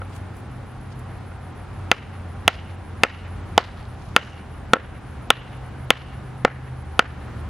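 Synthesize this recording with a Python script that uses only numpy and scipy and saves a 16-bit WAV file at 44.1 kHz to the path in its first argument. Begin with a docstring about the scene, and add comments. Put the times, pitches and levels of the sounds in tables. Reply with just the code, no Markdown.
"""On a lawn, a wooden baton knocks ten times on the spine of a knife standing in an upright log.
Each impact excites the damped modes of baton, blade and log; the steel rings, fibres snap, and the
sound is scattered and reflected by trees and walls. The knocks overload the microphone and make
its gain duck. Far engines drone over traffic rumble, a faint high shimmer pulses over the grass,
and hands and clothes rustle."""
import sys
import numpy as np
from scipy import signal
from scipy.fft import rfft, irfft
from scipy.io import wavfile
from scipy.ndimage import uniform_filter1d, minimum_filter1d, map_coordinates

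SR = 44100
rng = np.random.default_rng(int(sys.argv[2]) if len(sys.argv) > 2 else 0)


def generate_wav(sig):
    """Save sig (samples, or channels by samples) to the path in sys.argv[1] as 16-bit PCM at SR."""
    pcm = np.round(np.clip(np.atleast_2d(sig).T, -1, 1) * 32767).astype(np.int16)
    wavfile.write(sys.argv[1], SR, pcm)


N = 330309


def from_db(db):
    """Amplitude ratio of a level in decibels."""
    return 10 ** (np.asarray(db) / 20)


def rms_one(x):
    """Normalisation to unit rms."""
    return x / np.sqrt(np.mean(x ** 2) + 1e-20)


def decay(t, t60):
    """Exponential damping: the amplitude falls 60 dB in t60 seconds."""
    return np.exp(-np.log(1000) * t / t60)


def level_at(spectrum, hz):
    """Interpolation of a spectrum (f/Hz, level/dB) on a logarithmic frequency axis."""
    points_hz, db = np.transpose(spectrum)
    return np.interp(np.log(hz), np.log(points_hz), db)


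def colour(x, spectrum):
    """Filtering by multiplication with a spectrum (f/Hz, level/dB)."""
    hz = np.maximum(np.fft.rfftfreq(x.shape[-1], 1 / SR), 1)
    return irfft(rfft(x) * from_db(level_at(spectrum, hz)), x.shape[-1])


def band(x, low_hz, high_hz):
    """Band-pass filtering, normalised to unit rms."""
    sos = signal.butter(2, [low_hz, min(high_hz, SR / 2 - 500)], "band", fs=SR, output="sos")
    return rms_one(signal.sosfilt(sos, x))


def drift(rate):
    """Smooth random modulation of unit rms, changing about rate times a second."""
    positions = np.arange(0, N, 32) / SR * rate
    curve = map_coordinates(rng.standard_normal(1024), [positions], order=3, mode="wrap")
    return rms_one(curve).repeat(32)[:N]


def stereo_noise(size, side_db):
    """Partially coherent white noise: a common part plus a side part in antiphase."""
    mid, side = rng.standard_normal((2, size))
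    return mid + from_db(side_db) * side * [[1], [-1]]


def add(out, s, sound):
    """Superposition of a stereo sound, starting at s seconds."""
    at = round(s * SR)
    out[:, at:at + sound.shape[1]] += sound[:, :N - at]


# Relative spectral density of outdoor air and far traffic: f/Hz, level/dB
AIR_SPECTRUM = [(20, -32), (35, -8), (55, -0.5), (80, -4), (110, -3.5), (160, -8.5), (210, -10), (300, -15),
                (450, -19.5), (660, -20.5), (850, -19.5), (1400, -22.5), (2800, -34.5), (5000, -45),
                (8000, -51.5), (11000, -61), (15000, -64)]

def air(level_db=-37, flutter_db=0.75):
    """Ambient noise of traffic and leaves; coherence between the channels is greatest in the bass."""
    mid, side = colour(rng.standard_normal((2, N)), AIR_SPECTRUM)
    side = colour(side, [(80, -26.5), (200, -11), (380, -2.5), (700, -12.5), (1300, -12.5),
                         (2400, -7.5), (4400, -4), (8000, -2.5)])
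    return from_db(level_db + flutter_db * drift(6)) * (mid + side * [[1], [-1]]) / np.std(mid)


# An engine slowly losing speed: t/s, firing f/Hz, level/dB
SLOWING_ENGINE = [(0, 93, -38), (1.2, 91.5, -41), (2.5, 89, -36), (3.8, 86, -38.5), (4.35, 80, -41),
                  (5.5, 77, -46), (6.7, 76.5, -39), (7.49, 74.5, -36.5)]
# An engine that speeds up and eases off twice: t/s, firing f/Hz, level/dB
REVVING_ENGINE = [(0, 106, -45), (.5, 123, -47), (.9, 125, -37.5), (2.1, 128, -51), (3.5, 111, -53),
                  (3.85, 116, -40), (4.5, 123, -45), (6.6, 129, -36.5), (7.15, 126, -41.5),
                  (7.49, 106, -38.5)]

def engine(rows, overtone_db, waver_hz, waver_db=2.2):
    """Attenuation over distance leaves the firing tone and a weak octave; moving air modulates both."""
    times, *columns = np.transpose(rows)
    hz, db = [np.interp(np.arange(N) / SR, times, column) for column in columns]
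    phase = 2 * np.pi * np.cumsum(hz + waver_hz * drift(14)) / SR
    tone = np.sin(phase) + from_db(overtone_db) * np.sin(2 * phase)
    return np.sqrt(2) * from_db(db + waver_db * drift(9)) * tone


def whine(hz=770, width_hz=80, db=-54):
    """Narrow-band noise is heard as a faint, unsteady far whine."""
    return from_db(db) * band(stereo_noise(N, side_db=-9), hz - width_hz / 2, hz + width_hz / 2)


def shimmer(hz, width_hz, db, duty, pulses_per_s=6.7):
    """Amplitude modulation of a narrow high hiss gives uneven pulses, like insects in the grass."""
    cycles = np.cumsum(pulses_per_s * (1 + 0.1907 * drift(12))) / SR
    pulses = uniform_filter1d(1. * (cycles % 1 < duty), SR // 100)
    hiss = band(stereo_noise(N, side_db=4), hz - width_hz / 2, hz + width_hz / 2)
    return from_db(db) * pulses * hiss


# Brushes on bark and grass: peak t/s, level/dB, Gaussian width/s, band f/Hz
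BRUSHES = [(0.018, -44, .003, 2000), (.027, -42, 0.007, 700), (0.153, -52, 0.027, 4500),
           (0.127, -61, 0.034, 8000), (.162, -54.5, 0.013, 9000), (0.382, -59, 0.016, 12000),
           (0.919, -54, 0.011, 5000), (0.995, -53, .004, 11000), (1.319, -52, .004, 2500),
           (4.07, -59.5, .07, 5500)]

def rustles(grain_db=3):
    """Friction of hands and clothes makes brief swells of grainy noise."""
    out, t = np.zeros((2, N)), np.arange(N) / SR
    grains = stereo_noise(N, side_db=-2) * from_db(grain_db * drift(280))
    for s, db, width_s, hz in BRUSHES:
        near = abs(t - s) < 4 * width_s
        swell = np.exp(-.5 * ((t[near] - s) / width_s) ** 2)
        out[:, near] += from_db(db) * swell * band(grains[:, near], hz / 2, hz * 1.17)
    return out


# Force spectrum of a full blow: f/Hz, level/dB
BLOW_SPECTRUM = [(250, 8.5), (480, 1.3), (700, 1.5), (950, -.5), (1400, -2.8), (2700, -.6), (6000, 5)]

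def excitation(force_db, hardness_db_per_octave, favoured_hz, lift_db, clack_db):
    """Impact spectrum: hardness adds treble, the spot hit favours a resonance, a square hit clacks."""
    hz = np.geomspace(250, 6000, 64)
    bell = lambda centre_hz, octaves: np.exp(-.5 * (np.log2(hz / centre_hz) / octaves) ** 2)
    tilt = hardness_db_per_octave * np.log2(hz / 1400)
    wood = lift_db * bell(favoured_hz, octaves=.3)
    steel = clack_db * bell(3400, octaves=.2)
    return np.transpose([hz, level_at(BLOW_SPECTRUM, hz) + force_db + tilt + wood + steel])


# Normal modes of baton, blade and log together: f/Hz, level/dB, T60/s
MODES = [(269.1, -16.5, 0.025), (491, 10.5, 0.013), (723, -1, 0.018), (812, 3.7, 0.022), (967, -5, 0.013),
         (1106, -16, 0.057), (1311, -2, 0.041), (1391, 2, 0.02), (1773, 4, 0.015), (2063, 2.1, 0.023),
         (2642, 12, 0.0065), (2948, 0.45, 0.015), (3306, 2, 0.01), (4860, -5, 0.0062), (6250, -21, 0.014),
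         (9200, -15.5, 0.0042)]

def strike(contact, spread_db=1.5, port_spread_db=.5, build_cycles=1.0, detune=0.0098):
    """Modal superposition: one contact rings all modes, and the light, high ones build up first."""
    t = np.arange(SR // 10) / SR
    hz, mode_db, t60 = np.transpose(MODES)[:, :, None]
    hz = hz * (1 + detune * rng.standard_normal(hz.shape))   # the blade sits differently each time
    db = mode_db + level_at(contact, hz) + spread_db * rng.standard_normal(hz.shape)
    build_up = 1 - np.exp(-hz * t / build_cycles)
    rings = from_db(db) * decay(t, t60) * np.sin(2 * np.pi * hz * t) * build_up
    port_gains = from_db(port_spread_db * rng.standard_normal((2, len(hz))))   # two microphone ports
    return port_gains @ rings


# Baton blows: t/s, force/dB, hardness/(dB/octave), favoured f/Hz, its lift/dB, clack/dB, blade ring/dB
BATON_BLOWS = [(1.9152, -1, 1.5, 2500, 2, -3.5, -1), (2.4788, -1.6, 3, 660, 12, 4.5, 2),
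               (3.0349, 1.2, .9, 2050, 3.5, -5, 1.5), (3.5785, -1, -.8, 850, 7, 4.5, -5),
               (4.1634, .8, .6, 1300, 5.5, 4, 4.5), (4.7344, -2.5, -5, 1480, 9, 9, -13),
               (5.3038, -2.6, -.8, 1400, 7, 12.5, 2), (5.9045, -.3, 0, 1450, 3.5, 7, 1.5),
               (6.4493, -3.2, -3.2, 1650, 8, -3, -10), (6.9927, -1.4, -1.3, 1380, 9.5, -1, -5)]
# Light touches and rebounds of the baton: t/s, level/dB
BATON_TAPS = [(0.0175, -32), (1.317, -44), (1.925, -22), (2.488, -26), (3.048, -17), (3.601, -29),
              (4.181, -24), (4.757, -22), (4.7665, -23), (6.477, -24), (7.024, -30)]
# Force spectrum of a soft touch: f/Hz, level/dB
TAP_SPECTRUM = [(250, -3), (480, 8.5), (900, 3.5), (1380, 5), (2000, -6), (3450, -17), (6000, -13)]

def knocks(return_s=0.002341, return_gain=0.42, return_hz=2500):
    """Each impact sends a shock down the log; reflection at its foot returns it inverted and duller."""
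    out, t = np.zeros((2, N)), np.arange(N) / SR
    for s, *blow, _ in BATON_BLOWS:
        add(out, s, strike(excitation(*blow)))
    for s, db in BATON_TAPS:
        add(out, s, from_db(db) * strike(TAP_SPECTRUM))
    dull = signal.lfilter(*signal.butter(1, return_hz, fs=SR), out + 1e-18)
    reflected = np.array([np.interp(t - return_s, t, channel) for channel in dull])
    return out - return_gain * reflected


# Reflections from hard walls: delay/s, level/dB
WALL_ECHOES = [(0.0655, -40), (0.112, -48)]

def walls(direct, low_hz=3500):
    """Specular reflection returns the treble of every knock as thin, bright slaps."""
    treble = signal.sosfilt(signal.butter(2, low_hz, "high", fs=SR, output="sos"), direct + 1e-18)
    out = np.zeros((2, N))
    for delay_s, db in WALL_ECHOES:
        add(out, delay_s, from_db(db) * treble)
    return out


# Echoes from the surroundings: delay/s, level/dB, smear/s
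GARDEN_ECHOES = [(0.011, -0.5, 0.006), (0.023, -7, 0.0038), (.032, -8, .003), (.052, -13, .0025),
                 (0.067, -12, 0.006), (.113, -18.5, 0.006), (0.228, -20, .014)]
# Spectrum of a knock scattered by grass and trees: f/Hz, level/dB
SCATTER_SPECTRUM = [(120, -14), (480, 6.5), (900, 4), (1300, 7), (1600, 8), (2050, 8), (2500, 3.5),
                    (2950, 2.5), (3300, -4), (4000, -8.5), (6000, -21), (9000, -34), (16000, -52)]

def garden(gain_db=5, near_t60=0.16, far_db=-6, far_t60=0.68, follow=0.57):
    """Multipath scattering smears each blow into a dying wash, with a few echoes standing out."""
    out, t = np.zeros((2, N)), np.arange(SR * 3 // 5) / SR
    unit_energy = lambda power: power / power.sum()
    power = unit_energy(decay(t, near_t60) ** 2)
    power += from_db(far_db) ** 2 * unit_energy(decay(t, far_t60) ** 2)
    for delay, db, smear in GARDEN_ECHOES:
        power += from_db(db) ** 2 * unit_energy(np.exp(-((t - delay) / smear) ** 2))
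    for s, *blow, _ in BATON_BLOWS:
        paths = colour(stereo_noise(len(t), side_db=-8), SCATTER_SPECTRUM)
        paths = colour(paths, excitation(*blow) * [1, follow])   # partly follows the blow's spectrum
        add(out, s, from_db(gain_db) * paths * np.sqrt(power))
    return out


def blade(hz=2850, width_hz=300, level_db=-46, t60=0.87, flicker_db=2.5):
    """Free vibration of the steel after each blow, blurred by the surroundings into a noise band."""
    out, t = np.zeros((2, N)), np.arange(SR // 2) / SR
    for s, *_, ring_db in BATON_BLOWS:
        ring = band(stereo_noise(len(t), side_db=-13), hz - width_hz / 2, hz + width_hz / 2)
        add(out, s, from_db(level_db + ring_db) * decay(t, t60) * ring)
    return out * from_db(flicker_db * drift(45))


# Fibres tearing as the blade sinks: t/s, level/dB, T60/s, band f/Hz
FIBRE_TEARS = [(2.501, -45, 0.38, 4970), (3.055, -47.5, .7, 3900), (3.583, -23, 0.17, 1600),
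               (3.585, -34.5, 0.34, 4300), (3.76, -56, 1.2, 4340), (4.175, -48.5, 0.6, 6000),
               (5.32, -48, 1, 3120), (5.92, -49, .6, 4500)]

def splitting(snaps_per_s=1100, size_db=4):
    """Fracture of fibres emits random impulses that merge into a dense, dying crunch."""
    out, t = np.zeros((2, N)), np.arange(SR // 2) / SR
    for s, db, t60, hz in FIBRE_TEARS:
        sizes = from_db(size_db * np.minimum(rng.exponential(1, len(t)), 2))
        breaks = rng.random(len(t)) < snaps_per_s / SR
        snaps = breaks * sizes * stereo_noise(len(t), side_db=-9)
        add(out, s, from_db(db) * decay(t, t60) * band(snaps, hz * 0.62, hz * 1.07))
    return out


def scene(port_lag_s=.000011):
    """Superposition of all sources; the knocks reach the right microphone port just before the left."""
    t = np.arange(N) / SR
    left, right = knocks()
    direct = np.array([np.interp(t - port_lag_s, t, left), right])
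    drone = (engine(SLOWING_ENGINE, overtone_db=-27, waver_hz=1.6)
             + engine(REVVING_ENGINE, overtone_db=-34, waver_hz=1.0))
    shimmers = (shimmer(hz=10510, width_hz=380, db=-61.3, duty=0.46)
                + shimmer(hz=8990, width_hz=330, db=-66, duty=0.29)
                + shimmer(hz=9800, width_hz=1240, db=-66, duty=0.88))
    impacts = direct + walls(direct) + garden() + blade() + splitting()
    return impacts + drone + whine() + air() + shimmers + rustles()


def gain_control(x, threshold_db=-13, max_duck_db=9, attack_s=.004, hold_s=0.012, release_s=0.075):
    """Dynamic compression: a loud peak pulls the gain down; it holds briefly, then recovers."""
    t, window = np.arange(N) / SR, int(hold_s * SR) // 2 * 2 + 1
    peak_db = 20 * np.log10(abs(x).max(axis=0) + 1e-9)
    excess_db = np.clip(peak_db - threshold_db, 1e-9, max_duck_db)
    held = -minimum_filter1d(-excess_db, window, origin=window // 2)
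    # each held peak decays exponentially until a higher one takes over
    released = np.exp(np.maximum.accumulate(np.log(held) + t / release_s) - t / release_s)
    pole = np.exp(-1 / (attack_s * SR))
    duck_db = signal.lfilter([1 - pole], [1, -pole], released)
    return x * from_db(-duck_db)


def record(dry, cutoff_hz=16200):
    """Saturation flattens each blow's first cycles, as the gain ducks too late; a low-pass follows."""
    ducked = gain_control(dry)
    clipped = ducked / (1 + ducked ** 8) ** (1 / 8)
    low_pass = signal.firwin(129, cutoff_hz, fs=SR)
    return signal.fftconvolve(clipped, low_pass[None], "same", axes=1)


dry = scene()
out = record(dry)
generate_wav(out)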